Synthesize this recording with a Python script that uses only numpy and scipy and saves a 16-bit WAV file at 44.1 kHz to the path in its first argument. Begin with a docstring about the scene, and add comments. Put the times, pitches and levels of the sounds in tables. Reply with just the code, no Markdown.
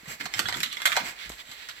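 """At a paper-covered bench in a small workshop, thin plywood puzzle pieces are picked up and shuffled.
A steady hush and a low rumble lie behind soft bumps of filtered noise and one dull knock.
Sliding pieces are made of many tiny random slips plus smooth noise, coloured as wood, edge and paper.
Each click is a burst of chatter with a short clack and fading tones of piece and bench;
one piece is set down with a hollow tap."""
import sys
import numpy as np
from scipy import signal
from scipy.fft import rfft, irfft, next_fast_len
from scipy.io import wavfile

SR = 44100
rng = np.random.default_rng(int(sys.argv[2]) if len(sys.argv) > 2 else 0)


def pcm_store(signal):
    """Save signal as 16-bit PCM."""
    levels = np.round(np.clip(np.atleast_2d(signal), -1, 1) * 32767)
    wavfile.write(sys.argv[1], SR, levels.astype(np.int16).T)


N = 79380  # length of the scene in samples


def amp(db):
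    """Turn decibels into a gain; -60 dB is a thousandth."""
    return 10 ** (np.asarray(db) / 20)


def unit(x):
    """Scale a signal to an rms (average strength) of 1."""
    return x / np.sqrt(np.mean(x ** 2) + 1e-20)


def along(points, hz):
    """Read a curve of (frequency, value) points, with straight lines on a log frequency axis."""
    point_hz, value = np.transpose(points)
    return np.interp(np.log(hz + 1), np.log(point_hz + 1), value)


def filtered(x, response):
    """Multiply the spectrum of x by a response, which is a function of frequency."""
    n = x.shape[-1]
    size = next_fast_len(n + SR // 4)  # spare room at the end for the filter to ring out
    spectrum = rfft(x, size) * response(np.fft.rfftfreq(size, 1 / SR))
    return irfft(spectrum, size)[..., :n]


def colour(points, size=1024):
    """Make a short filter of energy 1 with the given spectrum, which never answers before its input."""
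    log_gain = np.log(amp(along(points, np.fft.rfftfreq(size, 1 / SR))))
    cepstrum = irfft(log_gain)
    # folding the second half onto the first puts the energy as early as possible
    cepstrum[1:size // 2] *= 2
    cepstrum[size // 2 + 1:] = 0
    h = irfft(np.exp(rfft(cepstrum)))
    return h / np.linalg.norm(h)


def through(x, h):
    """Send each channel through the filter h, keeping the length."""
    return signal.fftconvolve(np.atleast_2d(x), np.atleast_2d(h), axes=1)[:, :x.shape[-1]]


def spread(pair):
    """Mix two unrelated signals into a left and right that are more alike in the bass than in the treble."""
    # how alike left and right are: (frequency [Hz], likeness [0 to 1])
    likeness = [(60, 0.9), (250, 0.94), (600, 0.47), (1500, 0.22), (4000, 0.17), (12000, 0.2)]

    def middle_and_side(hz):
        angle = np.arccos(np.clip(along(likeness, hz), -1, 1)) / 2
        return np.array([np.cos(angle), np.sin(angle)])

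    mid, side = filtered(pair, middle_and_side)
    return np.array([mid + side, mid - side])


def workshop():
    """A newly drawn echo of the place: direct sound, dense answers of the bench and a short room tail."""
    # how long the room tail takes to fall by 60 dB: (frequency [Hz], time [s])
    decay_times = [(100, 0.54), (600, 0.41), (2000, 0.43), (6000, 0.36), (14000, 0.28)]
    tail_db, near_db = -6.5, -2.5  # energy in each channel against the direct sound
    near_t60_s, buildup_s = 0.044, 0.0037
    t = np.arange(SR // 3) / SR

    # every frequency of the tail fades at its own speed
    hz, frame_s, noise = signal.stft(rng.standard_normal((2, len(t))), SR, nperseg=256)
    fading = noise * amp(-60 * frame_s / along(decay_times, hz)[:, None])
    tail = signal.istft(fading, SR, nperseg=256)[1][:, :len(t)]

    near = rng.standard_normal((2, len(t))) * amp(-60 * t / near_t60_s)
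    arrive = 1 - np.exp(-(t / buildup_s) ** 2)
    echoes = amp(tail_db) * unit(tail * arrive) + amp(near_db) * unit(near * arrive)
    h = spread(echoes) / np.sqrt(len(t))
    h[:, 0] += 1  # the direct sound
    return h


def air():
    """The steady hush and rumble of the room, both made of noise with a fixed spectrum."""
    # spectrum shape of the hush: (frequency [Hz], relative level [dB])
    hush = [(30, -27), (300, -10.5), (800, -9), (2000, -5), (4000, -8), (5500, -35), (7500, -9),
            (9800, -42), (12500, -13), (16000, -41)]
    # spectrum shape of the deep rumble: (frequency [Hz], relative level [dB])
    rumble = [(20, -24), (35, 1), (52, 10), (75, 4), (110, -7.5), (300, -5), (700, -6), (2000, -19.5)]
    hush_db, rumble_db = -57.5, -65

    def steady(spectrum):
        """Shaped stereo noise at rms 1."""
        noise = spread(rng.standard_normal((2, N)))
        return unit(filtered(noise, lambda hz: amp(along(spectrum, hz))))

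    return amp(hush_db) * steady(hush) + amp(rumble_db) * steady(rumble)


def knock():
    """One dull push that jumps up, swings back and dies out, inside a deep, brief swing."""
    knock_s = 1.3015
    push_db, push_rate_hz = -27, 463  # a higher rate makes a shorter push
    swing_db, swing_hz, swing_width_s = -46, 55, 0.04
    t = np.arange(N) / SR - knock_s
    u = 2 * np.pi * push_rate_hz * np.maximum(t, 0)
    push = amp(push_db) * 2 * u * (2 - u) * np.exp(-u)
    swell = np.exp(-(t / swing_width_s) ** 2)
    swing = amp(swing_db) * swell * np.sin(2 * np.pi * swing_hz * t)
    return push + swing


def bumps():
    """Dull thumps of bench and handling: bands of low noise that swell and die away."""
    # soft bumps: (start [s], level [dB], middle of the band [Hz], rise [s], time to fall by 60 dB [s])
    thumps = [(0.031, -48.5, 262, 0.0024, 0.034), (0.069, -48, 161, 0.013, 0.29),
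              (0.196, -47.5, 238, 0.0076, 0.43), (.25, -48.5, 182, 0.0061, .15),
              (.355, -46, 128, 0.013, 0.22), (0.388, -40, 346, 0.011, 0.23),
              (.435, -44.5, 101, 0.016, 0.35), (0.456, -51.5, 286, 0.0087, 0.24),
              (.54, -41, 207, 0.022, 0.42), (.962, -50, 69, 0.0039, 0.1), (1.0, -44.5, 194, 0.017, 0.29),
              (1.254, -55.5, 168, 0.0053, 0.36), (1.482, -54, 173, 0.011, 0.088)]
    width_octaves = 0.66
    out = np.zeros((2, N))
    for start_s, db, pitch_hz, rise_s, t60_s in thumps:
        t = np.arange(N) / SR - start_s
        rise = np.clip(t / rise_s, 0, 1)
        shape = rise * amp(-60 * np.maximum(t - rise_s, 0) / t60_s)

        def band(hz):
            return np.exp(-0.5 * (np.log2((hz + 1) / pitch_hz) / width_octaves) ** 2)

        thump = shape * filtered(rng.standard_normal((2, N)), band)
        out += amp(db) * unit(thump) * np.sqrt(np.mean(shape ** 2))
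    return spread(out)


def friction(spectrum):
    """Rubbing at rms 1: tiny slips of uneven size, heard in the workshop, over a smooth rub."""
    slips_per_s, size_spread_db = 600, 2
    slip_share = 0.58  # part of the power that comes from the slips
    happens = rng.random(N) < slips_per_s / SR
    size = amp(size_spread_db * np.minimum(rng.exponential(size=N), 4))
    slips = happens * rng.choice([-1, 1], N) * size
    grainy = unit(through(slips, workshop()))
    smooth = spread(rng.standard_normal((2, N)))
    rub = np.sqrt(slip_share) * grainy + np.sqrt(1 - slip_share) * smooth
    return unit(through(rub, colour(spectrum)))


def slides():
    """Sliding strokes swell and fade: the face scrapes, the edge rasps and the paper hisses."""
    # strokes, levels before the overall trims:
    # (peak [s], rise [s], fall [s], face scrape [dB], edge rasp [dB], paper hiss [dB])
    strokes = [(.11, 0.033, 0.045, -37, -59, -38), (0.21, 0.01, 0.016, -31.5, -64, -46),
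               (0.255, 0.024, 0.015, -39.5, -66, -41.5), (0.376, 0.045, 0.026, -37, -43, -40.5),
               (.495, 0.03, 0.02, -44, -37, -37), (0.561, 0.032, 0.11, -38.5, -54, -39.5),
               (0.658, 0.027, 0.017, -46, -31, -63), (0.729, 0.022, 0.026, -48, -34, -47.5),
               (.80, 0.055, 0.12, -45.5, -47.5, -46), (.94, 0.058, .03, -40, -48, -38.5),
               (1.005, 0.055, 0.019, -32, -50, -60), (1.066, 0.026, 0.056, -33, -45, -37.5),
               (1.225, 0.052, 0.069, -38.5, -43, -54), (1.324, 0.014, 0.045, -52, -48.5, -47),
               (1.408, 0.029, 0.016, -41.5, -43, -50), (1.52, 0.061, 0.044, -49, -47, -48.5),
               (1.625, 0.08, 0.068, -45, -44.5, -53.5), (1.697, 0.0052, 0.03, -50, -40, -47.5),
               (1.79, .04, .03, -48, -48.5, -58)]
    # spectrum shape of the scraping face: (frequency [Hz], relative level [dB])
    face = [(150, -47), (500, -13), (1000, -4.5), (1450, 2.5), (2200, 6), (2750, 1), (3600, -5.5),
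            (4400, 2), (5500, -5.5), (9000, -16)]
    # spectrum shape of the rasping edge: (frequency [Hz], relative level [dB])
    edge = [(1200, -34), (2400, -9), (3000, -1), (3500, 0.5), (4300, -2), (5200, -16), (9000, -49)]
    # spectrum shape of the hissing paper: (frequency [Hz], relative level [dB])
    paper = [(1500, -2), (4000, -11.5), (5500, -8), (7700, 3.5), (9800, -17.5), (12300, -1), (14500, -21),
             (16300, -33)]
    face_trim_db, edge_trim_db, paper_trim_db = -3, -2.5, -3.5
    face_rest_db, paper_rest_db = -51, -57  # faint rubbing between the strokes, before the trims

    peak_s, rise_s, fall_s, scrape_db, rasp_db, hiss_db = np.transpose(strokes)[:, :, None]
    t = np.arange(N) / SR - peak_s
    swell = np.exp(-(t / np.where(t < 0, rise_s, fall_s)) ** 2)

    def level(db, rest):
        """Add the power of all strokes and of the resting level."""
        return np.sqrt(((amp(db) * swell) ** 2).sum(0) + rest ** 2)

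    scrape = amp(face_trim_db) * level(scrape_db, amp(face_rest_db)) * friction(face)
    rasp = amp(edge_trim_db) * level(rasp_db, 0) * friction(edge)
    hiss = amp(paper_trim_db) * level(hiss_db, amp(paper_rest_db)) * friction(paper)
    return scrape + rasp + hiss


def ringing(table, t):
    """Fading tones of a struck object, each struck a little differently every time."""
    scatter_db = 4.5
    hz, mode_db, t60_s = np.transpose(table)[:, :, None]
    strike_db = mode_db + scatter_db * rng.standard_normal(hz.shape)
    sign = rng.choice([-1, 1], hz.shape)
    tones = sign * amp(strike_db - 60 * t / t60_s) * np.sin(2 * np.pi * hz * t)
    return tones.sum(0)


def clicks():
    """Piece hits piece: impact and chatter sound wood, body and crack, then clack, piece and bench ring."""
    # hits, levels before the overall trim; body and crack are relative to the wood part:
    # (time [s], level [dB], hollow body [dB], bright crack [dB], chatter fall by 60 dB [s], clack pitch [Hz])
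    hits = [(0.0577, -38.5, 0.5, -8, 0.0055, 1960), (.2105, -23.5, -5.5, -26, 0.0031, 1810),
            (.2560, -25.5, -12, -14.5, 0.014, 1740), (.2590, -32, 0, -10, 0.045, 746),
            (.3385, -21, -10.5, -14.5, 0.017, 5360), (.3820, -30, -7, -7, 0.03, 1900),
            (.3925, -15.5, -8.5, -2, 0.012, 1884), (.4015, -27.5, -4.5, 1, 0.0031, 2100),
            (.4565, -21.5, -14.5, -20, 0.0025, 1670), (.4862, -17.5, -3, -14.5, 0.011, 2070),
            (.5255, -21.5, -4, -13, 0.0056, 1890), (.5425, -25.5, -5.5, -25, 0.013, 1550),
            (.5700, -28.5, -10, -3, 0.012, 2090), (.6040, -22.5, -17, -5, 0.0087, 5430),
            (.6318, -17.5, -29, -7.5, 0.021, 2027), (.7272, -29.5, -28, -1.5, 0.011, 3200),
            (.7700, -22, -10, -11.5, 0.0016, 2100), (.8025, -25, -24, -37, 0.0026, 1350),
            (.8187, -22, -35, -8.5, 0.0076, 1720), (.8552, -12, -20, -4, 0.0035, 1530),
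            (.8584, -10.5, -20, -0.5, 0.0046, 1904), (.8703, -17.5, -9.5, -23, 0.014, 1300),
            (.8758, -19.5, -7, -3, 0.0079, 3760), (.9190, -15.5, -14, -21, 0.0019, 2370),
            (.9262, -21.5, -17, -12, 0.015, 1930), (.9560, -26.5, -3.5, -12, 0.018, 1980),
            (.9666, -13, -9.5, -10.5, 0.01, 2400), (.9715, -21.5, 6.5, -12.5, 0.02, 745),
            (1.2938, -36.5, -5, 0.5, 0.03, 1740), (1.3192, -32, -2, -7, 0.004, 3720),
            (1.5160, -30, -9, -1.5, 0.0018, 4030), (1.6876, -32, -16, -11.5, 0.039, 1450)]
    # ringing tones of a thin piece, before random scatter:
    # (frequency [Hz], relative level [dB], time to fall by 60 dB [s])
    piece_modes = [(1194, 1, 0.14), (1399, 5.5, 0.044), (1660, -4, 0.028), (1840, -18, 0.046),
                   (2025, -4, 0.027), (2107, 6.5, 0.074), (2460, 1, 0.051), (3060, 5, 0.038),
                   (3387, 10, 0.029), (3700, -21, .08), (3775, -6.5, 0.18), (4370, 4, 0.058),
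                   (4140, 1.5, 0.083), (7300, -51, 0.06)]
    # ringing tones of the bench top, before random scatter:
    # (frequency [Hz], relative level [dB], time to fall by 60 dB [s])
    bench_modes = [(590, 0.5, 0.034), (726, -14, 0.22), (969, 2, 0.19), (1080, 0, 0.055)]
    # spectrum shape of the wood part: (frequency [Hz], relative level [dB])
    wood = [(200, -54), (900, -8.5), (1350, 2.5), (2000, 0), (2700, -6), (3900, -3.5), (5200, -8.5),
            (9000, -24), (16000, -90.5)]
    # spectrum shape of the hollow body: (frequency [Hz], relative level [dB])
    body = [(60, -28.5), (250, -18.5), (480, -10.5), (700, 2), (1050, 3), (1500, -6), (4000, -50.5)]
    # spectrum shape of the bright crack: (frequency [Hz], relative level [dB])
    crack = [(1000, -93), (3500, -13), (5500, -3), (7700, 7), (9800, -7.5), (12300, 3.5), (14500, -7),
             (16500, -29)]
    trim_db, piece_db, bench_db = -1, -25, -24
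    strike_db = -9.5  # first impact against the chatter that follows
    clack_db, clack_t60_s = -4, 0.015  # the quickly damped flexing of the struck spot

    out = np.zeros((2, N + SR))
    t = np.arange(SR // 4) / SR
    filters = colour(wood), colour(body), colour(crack)
    norm = np.linalg.norm
    # the clack and the piece's tones keep little below 650 Hz
    low_cut = signal.butter(2, 650, "highpass", fs=SR, output="sos")
    for time_s, db, body_db, crack_db, chatter_t60_s, clack_hz in hits:
        chatter = spread(rng.choice([-1., 1.], (2, len(t))) * amp(-60 * t / chatter_t60_s))
        force = norm(chatter)
        chatter[:, 0] += amp(strike_db) * norm(chatter, axis=1)

        hit = 0
        for part_db, h in zip((0, body_db, crack_db), filters):
            part = through(chatter, h)
            hit = hit + force * amp(part_db) * part / norm(part)

        clack = amp(clack_db - 60 * t / clack_t60_s) * np.sin(2 * np.pi * clack_hz * t)
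        piece = signal.sosfilt(low_cut, clack + amp(piece_db) * ringing(piece_modes, t))
        bench = amp(bench_db + body_db) * ringing(bench_modes, t)  # rung with the hollow body

        click = amp(db + trim_db) * through(hit + piece + bench, workshop())
        start = round(time_s * SR)
        out[:, start:start + len(t)] += click
    return out[:, :N]


def scene():
    """Handling reaches the left microphone first but is louder on the right in the middle range."""
    # level of left against right: (frequency [Hz], difference [dB])
    balance = [(300, -3), (700, 2.5), (1200, -6), (1900, -9.5), (3200, -10.5), (5000, -0.5), (7300, 3.5),
               (12500, -1.5)]
    lead_s, lead_from_hz = 0.0005162, 1010  # the left hears the middle and treble earlier
    side = np.array([[.5], [-.5]])  # half of each difference goes to either channel

    def place(hz):
        lead = lead_s * (1 - np.exp(-(hz / lead_from_hz) ** 2))
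        return amp(side * along(balance, hz)) * np.exp(2j * np.pi * hz * side * lead)

    handling = bumps() + slides() + clicks()
    return air() + knock() + filtered(handling, place)


def record(dry):
    """A very steep filter leaves next to nothing above its limit."""
    top_hz = 16000
    return filtered(dry, lambda hz: 1 / np.sqrt(1 + (hz / top_hz) ** 160))


dry = scene()
out = record(dry)
pcm_store(out)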